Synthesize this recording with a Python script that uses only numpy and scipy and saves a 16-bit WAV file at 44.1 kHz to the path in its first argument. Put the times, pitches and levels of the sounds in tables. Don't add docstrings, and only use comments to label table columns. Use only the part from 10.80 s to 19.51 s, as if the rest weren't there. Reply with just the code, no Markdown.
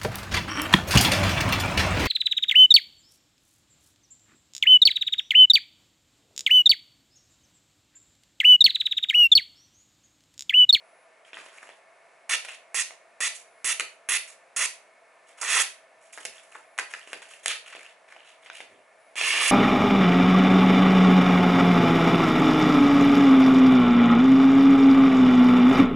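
import sys
import numpy as np
from scipy import signal
from scipy.fft import rfft, irfft, next_fast_len
from scipy.io import wavfile

SR = 44100
rng = np.random.default_rng(int(sys.argv[2]) if len(sys.argv) > 2 else 0)


def unload_wav(signal):
    wavfile.write(
        sys.argv[1],
        SR,
        np.round(np.clip(np.atleast_2d(signal).T, -1, 1) * 32767).astype(np.int16),
    )


N = 384111


def amp(db):
    return 10 ** (np.asarray(db) / 20)


def evened(x):
    return x / np.sqrt(np.mean(x ** 2) + 1e-20)


def read(points, hz):
    f, value = np.transpose(points)
    return np.interp(np.log(hz + 1), np.log(f + 1), value)


def add(mix, start_s, sound):
    part = mix[..., max(round(start_s * SR), 0):][..., :sound.shape[-1]]
    part += sound[..., :part.shape[-1]]


def colour(x, eq, size=2048):
    log_gain = np.log(amp(read(eq, abs(np.fft.fftfreq(size, 1 / SR)))))
    response = np.fft.ifft(np.exp(np.conj(signal.hilbert(log_gain)))).real[:size // 2]
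    return signal.fftconvolve(x, response / np.linalg.norm(response))[:len(x)]


def resonate(x, hz, width_hz):
    turn = np.exp(2j * np.pi * np.cumsum(hz * np.ones(len(x))) / SR)
    r = np.exp(-np.pi * width_hz / SR)
    return np.sqrt(2 * (1 - r * r)) * (turn * signal.lfilter([1], [1, -r], x / turn)).real


def drift(n, per_s):
    knots = rng.standard_normal(int(n / SR * per_s) + 3)
    return np.interp(np.arange(n) / SR * per_s, np.arange(len(knots)), knots)


def panned(x, db):
    return np.array([x * amp(db / 2), x * amp(-db / 2)])


def stroke(length_s, rise_s, fall_s):
    t = np.arange(0, length_s + 0.0067, 1 / SR)
    gate = np.clip(t / rise_s, 0, 1) * np.clip((length_s - t) / fall_s + 1, 0, 1)
    return t, np.minimum(t / length_s, 1), gate


def arch(done, peak_share, swell_db, fade_db):
    return np.interp(done, [0, np.clip(peak_share, .05, .95), 1], [-swell_db, 0, -fade_db])


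def fibres(n, per_s, spread_db, clump_db, clumps_per_s):
    sizes = amp(spread_db * np.minimum(rng.exponential(1, n), 4)) * rng.choice([-1, 1], n)
    breaks = rng.random(n) < per_s / SR
    return evened(sizes * breaks * amp(clump_db * drift(n, clumps_per_s)))


# freq_hz, gain_db
FAN_EQ = [(20, -42), (70, -38), (130, -24), (250, -20), (400, -11), (540, -3), (800, -6), (1100, -6.5),
          (1500, -8.5), (2450, -9.5), (3050, -20.5), (5000, -25), (8000, -25.5), (11000, -25.5)]
# pitch_hz, width_hz, gain_db
HOUSING_MODES = [(658.8, 70, 0.5), (1769, 46, -7.5), (2182, 59, -7)]


def fan(air_db=-59.5, housing_db=-64, side_db=-9):
    mid, side = [colour(rng.standard_normal(N), FAN_EQ) for _ in range(2)]
    housing = np.zeros(N)
    for hz, width_hz, gain_db in HOUSING_MODES:
        band = resonate(rng.standard_normal(N), hz, 1.07 * width_hz)
        housing += amp(gain_db) * evened(resonate(band, hz, 1.07 * width_hz))
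    whir = amp(air_db) * mid + amp(housing_db) * housing
    spread = amp(air_db + side_db) * np.array([side, -side])
    return (whir + spread) * amp(.5 * drift(N, 5.2))


# start_s, end_s, first_hz, last_hz
WHINE_CUES = [(0, 0.293, 10300, 10300), (2.665, 2.865, 10400, 10400), (3.07, 3.183, 10600, 9900),
              (5.599, 5.746, 11100, 10200), (5.835, 5.995, 10800, 10600), (8.17, 8.35, 10200, 10800)]


def whine(start_s, end_s, first_hz, last_hz, level_db=-71, wander_hz=150, jitter_hz=90):
    n = max(int((end_s - start_s) * SR), 500)
    hz = np.linspace(first_hz, last_hz, n) + wander_hz * drift(n, 30) + jitter_hz * drift(n, 400)
    tone = np.sin(2 * np.pi * np.cumsum(hz) / SR)
    return start_s, amp(level_db) * tone * signal.windows.tukey(n, .4)


# freq_hz, t60_s
ROOM_DECAY = [(150, 0.46), (660, 0.3), (1800, 0.32), (4500, 0.3), (11000, 0.29)]
# freq_hz, gain_db
ROOM_EQ = [(100, 1.5), (500, -0.5), (1500, -6), (2700, -4), (4500, 0.5), (7000, -7), (11000, -2)]


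def room(x, predelay_s=0.0049, build_s=0.0084):
    size = SR // 2
    hz, t, noise = signal.stft(rng.standard_normal((2, size)), SR, nperseg=256)
    coherence = read([(200, 0.87), (2000, 0.22), (3200, 0.46), (4500, 0.033), (11000, .15)], hz)[:, None]
    noise[1] = coherence * noise[0] + np.sqrt(1 - coherence ** 2) * noise[1]
    t60 = read(ROOM_DECAY, hz)[:, None]
    decay = amp(read(ROOM_EQ, hz)[:, None] - 60 * t / t60)
    unit_energy = np.sqrt(2 * np.log(1000) / (t60 * SR))
    tail = signal.istft(noise * decay * unit_energy, SR, nperseg=256)[1][:, :size]
    tail *= np.clip((np.arange(size) / SR - predelay_s) / build_s, 0, 1)
    return signal.fftconvolve(x.mean(0)[None], tail, axes=1)[:, :N] * amp([[-1], [1]])


def near_echo(x, delay_s=0.001325, echo_db=-11):
    at = np.arange(N)
    delayed = np.array([np.interp(at - delay_s * SR, at, channel, left=0) for channel in x])
    return x - amp(echo_db) * delayed


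# freq_hz, left_lead_rad
MIC_PHASE = [(20, 0), (2200, -.08), (3500, -.5), (4200, -1.8), (4600, -3.2), (5200, -5.5), (6200, -6.5),
             (8000, -7.0), (11000, -7.1)]
# freq_hz, left_minus_right_db
MIC_BALANCE = [(100, 1.5), (1000, -1.6), (2500, -1.1), (3600, -7.5), (4700, -6), (6200, -3.5), (8000, -8.5),
               (10000, -11), (11000, -11)]


def microphones(x):
    size = next_fast_len(N + 4096)
    hz = np.fft.rfftfreq(size, 1 / SR)
    gains = panned(np.ones(len(hz), complex), read(MIC_BALANCE, hz))
    gains[0] *= np.exp(1j * read(MIC_PHASE, hz))
    return irfft(rfft(x, size) * gains, size)[:, :N]


# freq_hz, gain_db
PANEL_EQ = [(150, -45.5), (400, -13.5), (800, -7.5), (1200, 0.5), (1900, 5), (2400, 4.5), (3100, -1.5),
            (3650, -8.5), (4600, -12.5), (7000, -21.5), (11000, -49.5)]


def panel(x, pitch_hz, unshifted_hz=2150):
    return colour(x, [(hz * pitch_hz / unshifted_hz, db) for hz, db in PANEL_EQ])


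# freq_hz, gain_db
PAPER_TREBLE_EQ = [(2000, -37), (4200, -12.5), (5500, -4.5), (7000, 3.5), (8500, -1), (10000, -0.5),
                   (11500, -1.5)]
# start_s, length_s, level_db, bright_db, pitch_hz
RUSTLE_CUES = [(0.445, 0.095, -53, -7, 2200), (0.536, 0.24, -45, -6.5, 1800),
               (0.739, 0.25, -51.5, -4, 1830), (1.675, 0.082, -37.5, -4.5, 2360),
               (2.539, 0.086, -52, 10.5, 2430), (3.47, 0.073, -50.5, 6, 2350),
               (4.465, 0.073, -56, 1.5, 2420), (4.569, 0.16, -44.5, -1, 1730),
               (5.209, 0.12, -60.5, 3, 2000), (5.323, 0.053, -47.5, 7.5, 2380),
               (5.394, 0.091, -51.5, 3, 2020), (5.518, 0.19, -52.5, 0, 1980),
               (5.714, 0.14, -50.5, -3, 1550), (6.089, 0.18, -45.5, -3.5, 2000),
               (6.265, 0.14, -47.5, -2, 1970), (6.416, 0.082, -48, -3.5, 1960),
               (6.481, 0.13, -48.5, -0.5, 2190), (6.626, 0.08, -48.5, 1.5, 2300),
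               (6.674, 0.09, -25, -7.5, 2730), (6.854, 0.086, -44, -6, 2360),
               (6.932, 0.21, -46, -7.5, 2160), (7.275, 0.2, -50, -12, 2040), (7.443, 0.12, -51, -5.5, 2640),
               (7.619, 0.14, -52.5, -6.5, 2320), (7.727, 0.13, -45, -3.5, 2550),
               (7.888, 0.15, -60, -9, 442)]


def rustle(start_s, length_s, level_db, bright_db, pitch_hz, crinkle_hz=2750, width_hz=520):
    t, done, gate = stroke(length_s, rise_s=0.0078, fall_s=.007)
    n = len(t)
    ride_db = level_db + arch(done, peak_share=0.22, swell_db=5, fade_db=13.5)
    grains = gate * amp(ride_db) * fibres(n, per_s=12000, spread_db=0.5, clump_db=4, clumps_per_s=180)
    crinkle_db = np.minimum(ride_db, -44) - 7.5
    crinkles = gate * amp(crinkle_db) * fibres(n, per_s=170, spread_db=5.5, clump_db=-3, clumps_per_s=51)
    facet_hz = crinkle_hz * (1 + 0.15 * drift(n, 60))
    facets = resonate(resonate(crinkles, facet_hz, width_hz), facet_hz, width_hz) / 3
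    hiss = amp(bright_db - 1) * colour(grains + .5 * crinkles, PAPER_TREBLE_EQ)
    return start_s, amp(-3.5) * panel(grains, pitch_hz) + facets + hiss


# freq_hz, gain_db
FLAP_EQ = [(25, -24), (100, -23), (200, -10.5), (350, -1), (550, 5.5), (850, 9), (1300, 6.5), (2500, -17),
           (5000, -39)]
# start_s, energy_db, treble_db, crackle_db, pitch_hz
SNAP_CUES = [(0.532, -16.5, -32, 0, 2180), (0.57, -15, -29, 0.5, 1870), (0.5875, -17, -19, -14, 1700),
             (0.6621, -21, -10, -3, 2300), (0.83, -21, -23, 2.5, 1700), (0.891, -20.5, -17, -1, 2160),
             (1.6491, -17, -4, 4, 2350), (1.6854, -17.5, -12, 4, 2420), (2.1076, -19.5, -23, -8, 1870),
             (2.9976, 1, -5, 0.5, 2260), (5.3756, -17, -12, 7, 1650), (5.4521, -12, 3, -15, 2380),
             (5.456, -10.5, 1, -4.5, 2380), (5.7522, -18.5, -32, 5.5, 1470), (5.9789, -11.5, -3, -4, 2070),
             (5.9874, 0, -8, 2.5, 2000), (6.1377, -5, -19, -3.5, 1960), (6.2743, -23, -24, -1, 1960),
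             (6.3314, -6.5, -9, -4.5, 2170), (6.4199, -19.5, -12, 4, 2140), (6.6597, 1.5, -1.5, -6, 2470),
             (6.6813, -4.5, 3, -10, 2730), (6.926, -17.5, -16, 4, 2110), (6.951, -18.5, -22, -6, 2220),
             (6.9664, -19, -26, -10, 2400), (7.3637, -27, -24, -14, 2250), (7.661, -25, -18, 6, 2250),
             (7.7004, -10, -35, -11, 2140), (7.8043, -17, -14, 2.5, 2410), (8.3564, -15.5, -6.5, 4, 2200),
             (8.4127, 2, -17, -22, 2340)]


def snap(start_s, energy_db, treble_db, crackle_db, pitch_hz, splinter_s=.0015, settle_s=0.0062):
    n, scatter = 4000, 1.8
    t = np.arange(n) / SR
    splinters = np.exp(-t / splinter_s) * rng.standard_normal(n)
    crackle = fibres(n, per_s=7000, spread_db=5, clump_db=1, clumps_per_s=1180)
    crackle *= np.exp(-t / settle_s) * np.clip(t / 0.01, 0, 1)
    pop = (signal.unit_impulse(n) + scatter * splinters / np.linalg.norm(splinters)) / np.hypot(1, scatter)
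    push = amp(energy_db) * (pop + amp(crackle_db - 2.5) * crackle / np.linalg.norm(crackle))
    treble = amp(treble_db + 1.56) * colour(push, PAPER_TREBLE_EQ)
    flap = amp(-16 + 0.38 * energy_db) * colour(pop, FLAP_EQ)
    return start_s, amp(-0.5) * panel(push, pitch_hz) + treble + flap


# freq_hz, gain_db
EDGE_HISS_EQ = [(2500, -50.5), (4500, -6), (5500, -0.5), (6400, 5), (7500, 3), (8500, 2), (10000, -24.5),
                (11500, -9.5)]
# freq_hz, gain_db
EDGE_FIZZ_EQ = [(4000, -44), (6500, -4), (8200, -4), (9700, 4.5), (11000, 2), (12000, -5.5)]


def cut(done, gate, sheet_db, edge_db, body_db, fizz_db, rasp_hz, pan_db, sheet_eq, body_eq, ring_db):
    n = len(done)
    snaps = gate * fibres(n, per_s=14000, spread_db=3, clump_db=0.5, clumps_per_s=340)
    bending = colour(snaps * amp(sheet_db), sheet_eq)
    ring_hz = rasp_hz * (1 + 0.12 * (done - .5)) * (1 + 0.11 * drift(n, 110))
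    ring = resonate(bending, ring_hz, width_hz=280) / 3
    sheet = amp(-0.5) * bending + amp(ring_db) * np.roll(ring, SR // 1000)
    body = colour(snaps * amp(body_db + 2 * drift(n, 90)), body_eq)
    hiss = colour(snaps * amp(edge_db - 2 - fizz_db / 2 + 2 * drift(n, 126)), EDGE_HISS_EQ)
    fine_snaps = gate * fibres(n, per_s=20000, spread_db=3.5, clump_db=2, clumps_per_s=260)
    fizz = colour(fine_snaps * amp(edge_db - 2 + fizz_db / 2), EDGE_FIZZ_EQ)
    return panned(hiss + fizz, pan_db + 6) + sheet + body


# freq_hz, gain_db
SHEET_EQ = [(500, -79.5), (1200, -12), (1600, -9), (1850, 3.5), (2100, -1.5), (2400, 5.5), (2700, 1),
            (3100, -2), (3450, -2), (4000, -9.5), (4800, -12.5), (6000, -9), (9000, -45)]
SHEET_BODY_EQ = [(25, -43.5), (120, -55), (220, -34), (320, -24.5), (420, -11.5), (650, -6), (850, -3.5),
                 (1000, -1), (1200, 0.5), (1380, 8), (1600, -2.5), (2200, -1.5), (4000, -55)]
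# freq_hz, gain_db
STRIP_EQ = [(500, -55), (1200, -29), (1750, -1), (2000, -8), (2250, 3.5), (2500, 3.5), (2950, -2),
            (3300, -3), (3800, -13), (4800, -14.5), (6000, -21), (9000, -46)]
STRIP_BODY_EQ = [(25, -47), (120, -40), (220, -21.5), (320, -11), (500, -4), (850, 2), (1180, 6.5),
                 (1450, -2), (2200, -13), (4000, -46)]
# time_s, sheet_db, edge_db, body_db
PAGE_RIDE = [(4.612, -40, -36.5, -45), (4.616, -42.5, -34, -38), (4.67, -34, -39, -40),
             (4.7, -29, -29.5, -36.5), (4.74, -23.5, -28.5, -38), (4.766, -28.5, -26, -30),
             (4.784, -23.5, -31, -32), (4.808, -22.5, -22.5, -36.5), (4.826, -32.5, -27, -45.5)]
STRIP_RIDE = [(8.362, -36.5, -46, -53), (8.38, -30.5, -41, -45), (8.494, -25, -33, -40),
              (8.506, -23, -34.5, -39), (8.53, -26, -36.5, -38), (8.584, -26, -37.5, -40),
              (8.614, -25, -32.5, -32), (8.644, -24, -28.5, -37), (8.705, -25, -28, -42)]


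def slow_cut(ride, sheet_eq, body_eq, rasp_hz, pan_db, ring_db, fizz_db, body_trim_db):
    times, *levels = np.transpose(ride)
    t, done, gate = stroke(times[-1] - times[0], rise_s=0.002, fall_s=.003)
    sheet_db, edge_db, body_db = (np.interp(times[0] + t, times, level) for level in levels)
    fizz_db += 4 * (done - .5)
    return times[0], cut(done, gate, sheet_db, edge_db, body_db + body_trim_db, fizz_db,
                         rasp_hz, pan_db, sheet_eq, body_eq, ring_db)


# start_s, length_s, sheet_db, peak_share, edge_db, fizz_db, body_db, rasp_hz, pan_db, bite_db
SWISH_CUES = [(1.4934, 0.063, -24, 0.75, -30.5, 0, -39.5, 2480, -1, -15),
              (1.9445, 0.079, -29.5, 0.42, -30, -2, -48, 2130, -8, -8),
              (2.405, 0.075, -27.5, 0.61, -30.5, -2, -43.5, 2270, -3, -6),
              (2.8447, 0.084, -28, 0.77, -28.5, 3.5, -45.5, 2350, -4, -7.5),
              (3.2885, 0.084, -26, 0.75, -29, 4, -40.5, 2330, -6, -4),
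              (3.7629, 0.097, -29, 0.61, -28.5, -0.5, -40.5, 2330, -4.5, -10.5)]


def swish(start_s, length_s, sheet_db, peak_share, edge_db, fizz_db, body_db, rasp_hz, pan_db):
    _, done, gate = stroke(length_s, rise_s=0.0014, fall_s=0.0028)
    sheet_db += arch(done, peak_share, swell_db=8, fade_db=2.5)
    edge_db += done - .5
    fizz_db -= 5 * (done - .5)
    return start_s, cut(done, gate, sheet_db, edge_db, body_db, fizz_db,
                        0.96 * rasp_hz, pan_db, SHEET_EQ, SHEET_BODY_EQ, ring_db=-9)


def scene():
    background = fan()
    slicing, rubbing, snapping = np.zeros((3, 2, N))
    for start_s, *shape, bite_db in SWISH_CUES:
        add(slicing, *swish(start_s, *shape))
        add(snapping, *snap(start_s, bite_db, treble_db=-3.5, crackle_db=-7, pitch_hz=1980))
    add(slicing, *slow_cut(PAGE_RIDE, SHEET_EQ, SHEET_BODY_EQ, rasp_hz=2080,
                           pan_db=-6.5, ring_db=-12.5, fizz_db=-1, body_trim_db=2))
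    add(slicing, *slow_cut(STRIP_RIDE, STRIP_EQ, STRIP_BODY_EQ, rasp_hz=2630,
                           pan_db=-7.5, ring_db=-9, fizz_db=0.4, body_trim_db=-0.5))
    for cue in RUSTLE_CUES:
        add(rubbing, *rustle(*cue))
    for cue in SNAP_CUES:
        add(snapping, *snap(*cue))
    for cue in WHINE_CUES:
        add(background, *whine(*cue))
    handling = (amp(-0.5) * rubbing + snapping) * amp([[1.2], [-1.2]])
    reverb_send = slicing + amp(1.5) * rubbing + amp(1.0) * snapping
    return microphones(near_echo(slicing) + handling) + room(reverb_send) + background


def record(dry):
    cutoff_hz = 11130
    lowpass = signal.firwin(601, cutoff_hz, window=("kaiser", 8), fs=SR)
    return signal.oaconvolve(dry, lowpass[None], "same")


dry = scene()
out = record(dry)
unload_wav(out)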